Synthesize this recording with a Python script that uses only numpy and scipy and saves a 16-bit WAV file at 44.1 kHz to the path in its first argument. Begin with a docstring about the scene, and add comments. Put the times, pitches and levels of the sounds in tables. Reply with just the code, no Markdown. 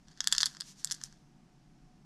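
"""Rawhide rattle in an open palm

A small rawhide rattle is tipped about in an open palm, close by in a quiet room. Stone chips strike
the stiff hide in short runs of dry clicks: impulses with a brief scratch, filtered by the hide's resonances.
Smaller chips settle between them as random impulses, and the hide slides over the skin as shaped noise.
Rumble, hiss and a faint hum lie underneath, and a nearby echo and a short tail follow the chips."""
import sys
import numpy as np
from scipy import signal
from scipy.fft import rfft, irfft
from scipy.io import wavfile

SR = 44100
rng = np.random.default_rng(int(sys.argv[2]) if len(sys.argv) > 2 else 0)


def materialize(psi):
    """Save the field psi as 16-bit PCM at rate SR to the path in sys.argv[1].

    A 1-D psi becomes a single channel; in a 2-D psi each row is a channel.
    """
    bounded = np.clip(np.atleast_2d(psi).T, -1, 1)
    quanta = np.round(bounded * 32767).astype(np.int16)
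    wavfile.write(sys.argv[1], SR, quanta)


N = 90404
TIME = np.arange(N) / SR


def from_db(db):
    """Logarithmic level: decibels to amplitude gain."""
    return 10 ** (np.asarray(db) / 20)


def unit(x):
    """Energy normalization: the squared samples sum to one."""
    return x / np.sqrt(np.sum(x ** 2) + 1e-20)


def rms_one(x):
    """Power normalization: the root mean square becomes one."""
    return unit(x) * np.sqrt(len(x))


def level(curve):
    """Amplitude envelope: gain over time from (time [s], level [dB]) points; silent after the last one."""
    return from_db(np.interp(TIME, *np.transpose(curve), right=-np.inf))


def noise(colour):
    """Spectral shaping: white noise weighted by (frequency [Hz], level [dB]) points, at an rms of one."""
    hz, db = np.transpose(colour)
    bins = np.maximum(np.fft.rfftfreq(N, 1 / SR), 1)
    gain = from_db(np.interp(np.log(bins), np.log(hz), db))
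    spectrum = rfft(rng.standard_normal(N)) * gain * (bins > 10)
    return rms_one(irfft(spectrum, N))


def resonate(x, hz, width_hz):
    """Simple resonance: a two-pole filter with a gain of one at its top."""
    alpha = np.tan(np.pi * width_hz / SR)
    c = -2 * np.cos(2 * np.pi * hz / SR)
    return signal.lfilter([alpha, 0, -alpha], [1 + alpha, c, 1 - alpha], x + 1e-18)


def peak(x, hz, width_hz, db):
    """Parallel resonance: raises or lowers one region; its ringing time does not depend on its strength."""
    return x + (from_db(db) - 1) * resonate(x, hz, width_hz)


def band(x, low_hz, high_hz):
    """Band limitation: a Butterworth band-pass."""
    sos = signal.butter(2, [low_hz, min(high_hz, .45 * SR)], "band", fs=SR, output="sos")
    return signal.sosfilt(sos, x)


def edge(x, hz, kind, order):
    """Cutoff slope: a Butterworth high-pass or low-pass."""
    sos = signal.butter(order, min(hz, .45 * SR), kind, fs=SR, output="sos")
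    return signal.sosfilt(sos, x + 1e-18)


# spectrum of the quiet room: (frequency [Hz], level [dB])
ROOM_NOISE_COLOUR = [(25, 1.5), (70, -13.5), (105, -20), (138, 2.5), (320, -10.5), (480, -25), (800, -20.5),
                     (1050, -25), (3800, -34), (5500, -30.5), (12500, -49), (16000, -65.5)]
ROOM_NOISE_DB = -60.5


def room_noise():
    """Stationary random noise: a low rumble under a thin hiss."""
    return from_db(ROOM_NOISE_DB) * noise(ROOM_NOISE_COLOUR)


# centres of the brief swells of deep rumble: (time [s])
SWELL_TIMES = [.07, .37, 1.21, 1.843]
SWELL_HZ, SWELL_LENGTH_S, SWELL_DB = 28, .04, -60


def deep_swells():
    """Amplitude modulation: an octave of deep noise under Gaussian envelopes."""
    swelling = sum(np.exp(-((TIME - s) / SWELL_LENGTH_S) ** 2) for s in SWELL_TIMES)
    rumble = band(rng.standard_normal(N), SWELL_HZ / np.sqrt(2), SWELL_HZ * np.sqrt(2))
    return from_db(SWELL_DB) * swelling * rms_one(rumble)


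HUM_HZ, HUM_WIDTH_HZ, HUM_DB = 734, 4.2, -80


def faint_hum():
    """Narrow-band resonance: noise through a sharp filter becomes a wavering tone."""
    return from_db(HUM_DB) * rms_one(resonate(rng.standard_normal(N), HUM_HZ, HUM_WIDTH_HZ))


def background():
    """Superposition: the room's noise, deep swells and hum add linearly."""
    return room_noise() + deep_swells() + faint_hum()


# spectrum of the reverberant tail: (frequency [Hz], level [dB])
TAIL_COLOUR = [(1600, 7), (15000, -4)]
ECHO_S, ECHO_DB, ECHO_SMEAR_S = 0.0085, -16, 0.0022   # a nearby surface
ROOM_T60_S, ROOM_DB, ROOM_ONSET_S = 0.1, -22, .02


def room(x):
    """Reflection and reverberation: convolution with one scattered echo and a short decaying tail."""
    echo = unit(rng.standard_normal(N) * np.exp(-np.abs(TIME - ECHO_S) / ECHO_SMEAR_S))
    decay = from_db(-60 * TIME / ROOM_T60_S)   # falls 60 dB in one reverberation time
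    onset = 1 - np.exp(-TIME / ROOM_ONSET_S)
    tail = unit(noise(TAIL_COLOUR) * decay * onset)
    response = from_db(ECHO_DB) * echo + from_db(ROOM_DB) * tail
    return x + signal.fftconvolve(x, response)[:N]


# strength of the hide's sliding on skin: (time [s], level [dB])
SLIDE_LEVEL = [(.2, -82.5), (.46, -50), (.59, -72.5), (.685, -53), (.72, -57.5), (.75, -73), (.80, -55),
               (.835, -65.5), (.92, -55), (1.0, -68.5), (1.058, -53), (1.09, -71.5), (1.3, -86)]
# spectrum of the friction: (frequency [Hz], level [dB])
FRICTION_COLOUR = [(500, -41), (900, -14), (2400, -12), (6000, 1), (13400, -20.5), (16000, -52)]


def sliding_hide():
    """Sliding friction: a soft hiss that rises and falls as the rattle shifts on the palm."""
    return level(SLIDE_LEVEL) * noise(FRICTION_COLOUR)


BENDING_HZ, BENDING_WIDTH_HZ = 5200, 3200


def disperse(x):
    """Dispersion of bending waves: all-pass sections delay the middle of the spectrum against its edges."""
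    alpha = np.tan(np.pi * BENDING_WIDTH_HZ / SR)
    c = -2 * np.cos(2 * np.pi * BENDING_HZ / SR)
    for _ in range(3):
        x = signal.lfilter([1 - alpha, c, 1 + alpha], [1 + alpha, c, 1 - alpha], x)
    return x


# resonances and valleys of the stitched hide: (frequency [Hz], width [Hz], level [dB])
HIDE_MODES = [(1050, 220, 4), (1680, 260, 11.5), (2410, 850, -15.5), (3930, 220, -7), (4600, 1100, 6),
              (7063, 596, 2), (9496, 1600, -8.5)]
# regions whose strength depends on where a chip lands: (frequency [Hz], width [Hz])
HOLLOW, SHELL, CRACK = (1112, 1000), (3433, 276), (9920, 2750)
BODY_LOW_HZ, BODY_KNEE_HZ, BODY_TOP_HZ = 745, 3000, 6490   # the small body carries little bass and little top


def rattle_body(force, hollow_db, shell_db, crack_db):
    """Modal response: the hide's fixed resonances, coloured by the place of contact."""
    x = edge(force, BODY_LOW_HZ, "high", order=4)
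    x = edge(x, BODY_KNEE_HZ, "high", order=1)
    x = edge(x, BODY_TOP_HZ, "low", order=3)
    place = [(*HOLLOW, hollow_db), (*SHELL, shell_db), (*CRACK, crack_db)]
    for hz, width_hz, db in [*HIDE_MODES, *place]:
        x = peak(x, hz, width_hz, db)
    return disperse(x)


CONTACT_WIDTH_HZ, CONTACT_DB = 790, 9


def contact(force, hz):
    """Contact resonance: each impact favours the region around its own pitch."""
    return peak(force, hz, CONTACT_WIDTH_HZ, CONTACT_DB)


# strength of the small chips' settling: (time [s], level [dB])
SETTLE_LEVEL = [(0, -91), (.11, -61.5), (.15, -71), (.25, -53.5), (.305, -55), (.348, -39), (.375, -48.5),
                (.42, -51.5), (.50, -57.5), (.75, -77.5), (.88, -57), (1.13, -69), (1.19, -77)]
SETTLES_PER_S, SETTLE_SPREAD_DB = 2000, 5
SETTLE_HOLLOW_DB, SETTLE_SHELL_DB, SETTLE_CRACK_DB = 9.5, 5.5, 7.5


def settling_chips():
    """Random impulse train: many faint contacts of uneven size, sign and pitch excite the hide."""
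    excess_db = SETTLE_SPREAD_DB * np.minimum(rng.exponential(1, N), 3)
    sizes = from_db(excess_db) * rng.choice([-1, 1], N)
    force = sizes * (rng.random(N) < SETTLES_PER_S / SR)
    pitches_hz = [4500, 5100, 6300]
    dealt = rng.integers(0, len(pitches_hz), N)   # which pitch each contact takes
    contacts = sum(contact(force * (dealt == k), hz) for k, hz in enumerate(pitches_hz))
    rung = rattle_body(contacts, SETTLE_HOLLOW_DB, SETTLE_SHELL_DB, SETTLE_CRACK_DB)
    return level(SETTLE_LEVEL) * rms_one(rung)


SCUFF_S, SCUFF_DB, SCUFF_LOW_HZ = 0.0019, -11.5, 6170   # a chip skids for an instant: a bright scratch


def landing_force():
    """Impulsive excitation: a unit click together with a brief skid of high-passed noise."""
    t = TIME[:SR // 30]
    skid = from_db(SCUFF_DB) * rng.standard_normal(len(t)) * np.exp(-(t / SCUFF_S) ** 2)
    force = edge(skid, SCUFF_LOW_HZ, "high", order=2)
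    force[0] += 1
    return force


# chip landings: (time [s], level [dB], contact pitch [Hz], hollow boost [dB], shell boost [dB], crack boost [dB])
LANDINGS = [(0.0833, -49.5, 6000.0, 5, 5.0, -8), (0.1744, -49.5, 5940, 11, 2.5, -1.0),
            (0.2051, -19.5, 6200, 1, 14, -6), (0.2421, -31.5, 6200, 6.5, 12, 10),
            (0.2728, -14, 7070, -3, 9, 6), (0.3158, -35, 4240, 1, 2.5, 20),
            (0.3247, -13, 7570, 2, 19.5, 10.5), (0.3285, -21.5, 7350, -2, 11.5, 3),
            (0.3418, -34, 5090.0, -12, 4, 2), (0.3497, -26.5, 6500, 9, 8, 3),
            (0.3639, -30.5, 4270, -3, -8.5, -14), (0.381, -16, 4870, -12, -3, 8.5),
            (0.3818, -21, 4430, -9, 24.5, 5.5), (0.4046, -21, 5820.0, 3, 15, -8),
            (0.4098, -29, 5430, -9, -0.5, -5), (0.41, -22.5, 4917, -2, 7, 2),
            (0.414, -32.5, 5650, 5, 6, -2), (0.4181, -25.5, 4500, -7, -5.5, 11),
            (0.4211, -29, 6170, 2, -15, 7.5), (0.431, -13.5, 4750, 10.5, 13.5, 3.5),
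            (0.4576, -18, 4550.0, -1.5, 11, 21.5), (0.4619, -27.5, 6340, 6.5, 11, 12),
            (0.4658, -27.5, 4450, 4, 6, 4.0), (0.4698, -32, 5300, -5, 26, 4),
            (0.5486, -43.0, 5400, 26, -5, 5), (0.5687, -40, 4830, 17, 8, 11),
            (0.603, -34.5, 4840.0, 14, 19, 20), (0.6079, -26, 4800, 2.5, 9, 15),
            (0.619, -36.5, 4900, 26.5, 17, 9), (0.8456, -19.5, 7680, 2, 8, 19.5),
            (0.8728, -35.5, 4270, -11, 8.5, 9), (0.9001, -38, 4250.0, 2, 7, 2),
            (0.9108, -25.5, 5580.0, 3, 8, 4), (0.916, -24.0, 5900, -20, -12, 14),
            (0.922, -23.5, 5850, -1, 9.5, 13.5), (0.9427, -39.5, 6440.0, 1, 4, 2),
            (0.9472, -38.5, 6040.0, -3, -4, 14), (1.014, -40, 6100, 14.5, 4, 6),
            (1.0368, -27.5, 5930, -3, -4, 15.5), (1.1256, -50.5, 6000, 19, 0, 10)]


def landing_chips():
    """Impact response: each landing rings through the hide, its energy that of 1 ms at the given level."""
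    out = np.zeros(N + SR)
    millisecond = SR / 1000   # in samples
    for s, db, hz, hollow_db, shell_db, crack_db in LANDINGS:
        force = contact(landing_force(), hz)
        click = unit(rattle_body(force, hollow_db, shell_db, crack_db))
        start = int(s * SR)
        out[start:start + len(click)] += from_db(db) * np.sqrt(millisecond) * click
    return out[:N]


SIDE_DB = -40.5


def scene():
    """Superposition: all is centred, with only a trace of left-right difference in the treble."""
    chips = landing_chips() + settling_chips()
    mid = room(chips) + sliding_hide() + background()
    side = from_db(SIDE_DB) * band(mid, low_hz=9000, high_hz=16000)
    return np.array([mid + side, mid - side])


TREBLE_ROLL_HZ, CUTOFF_HZ = 13600, 16400


def record(dry):
    """Band limitation: the microphone's top treble rolls off, then is cut steeply."""
    soft = edge(dry, TREBLE_ROLL_HZ, "low", order=4)
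    steep = signal.ellip(10, .2, 70, CUTOFF_HZ, fs=SR, output="sos")   # ripple .2 dB, stopband 70 dB down
    return signal.sosfilt(steep, soft)


dry = scene()
out = record(dry)
materialize(out)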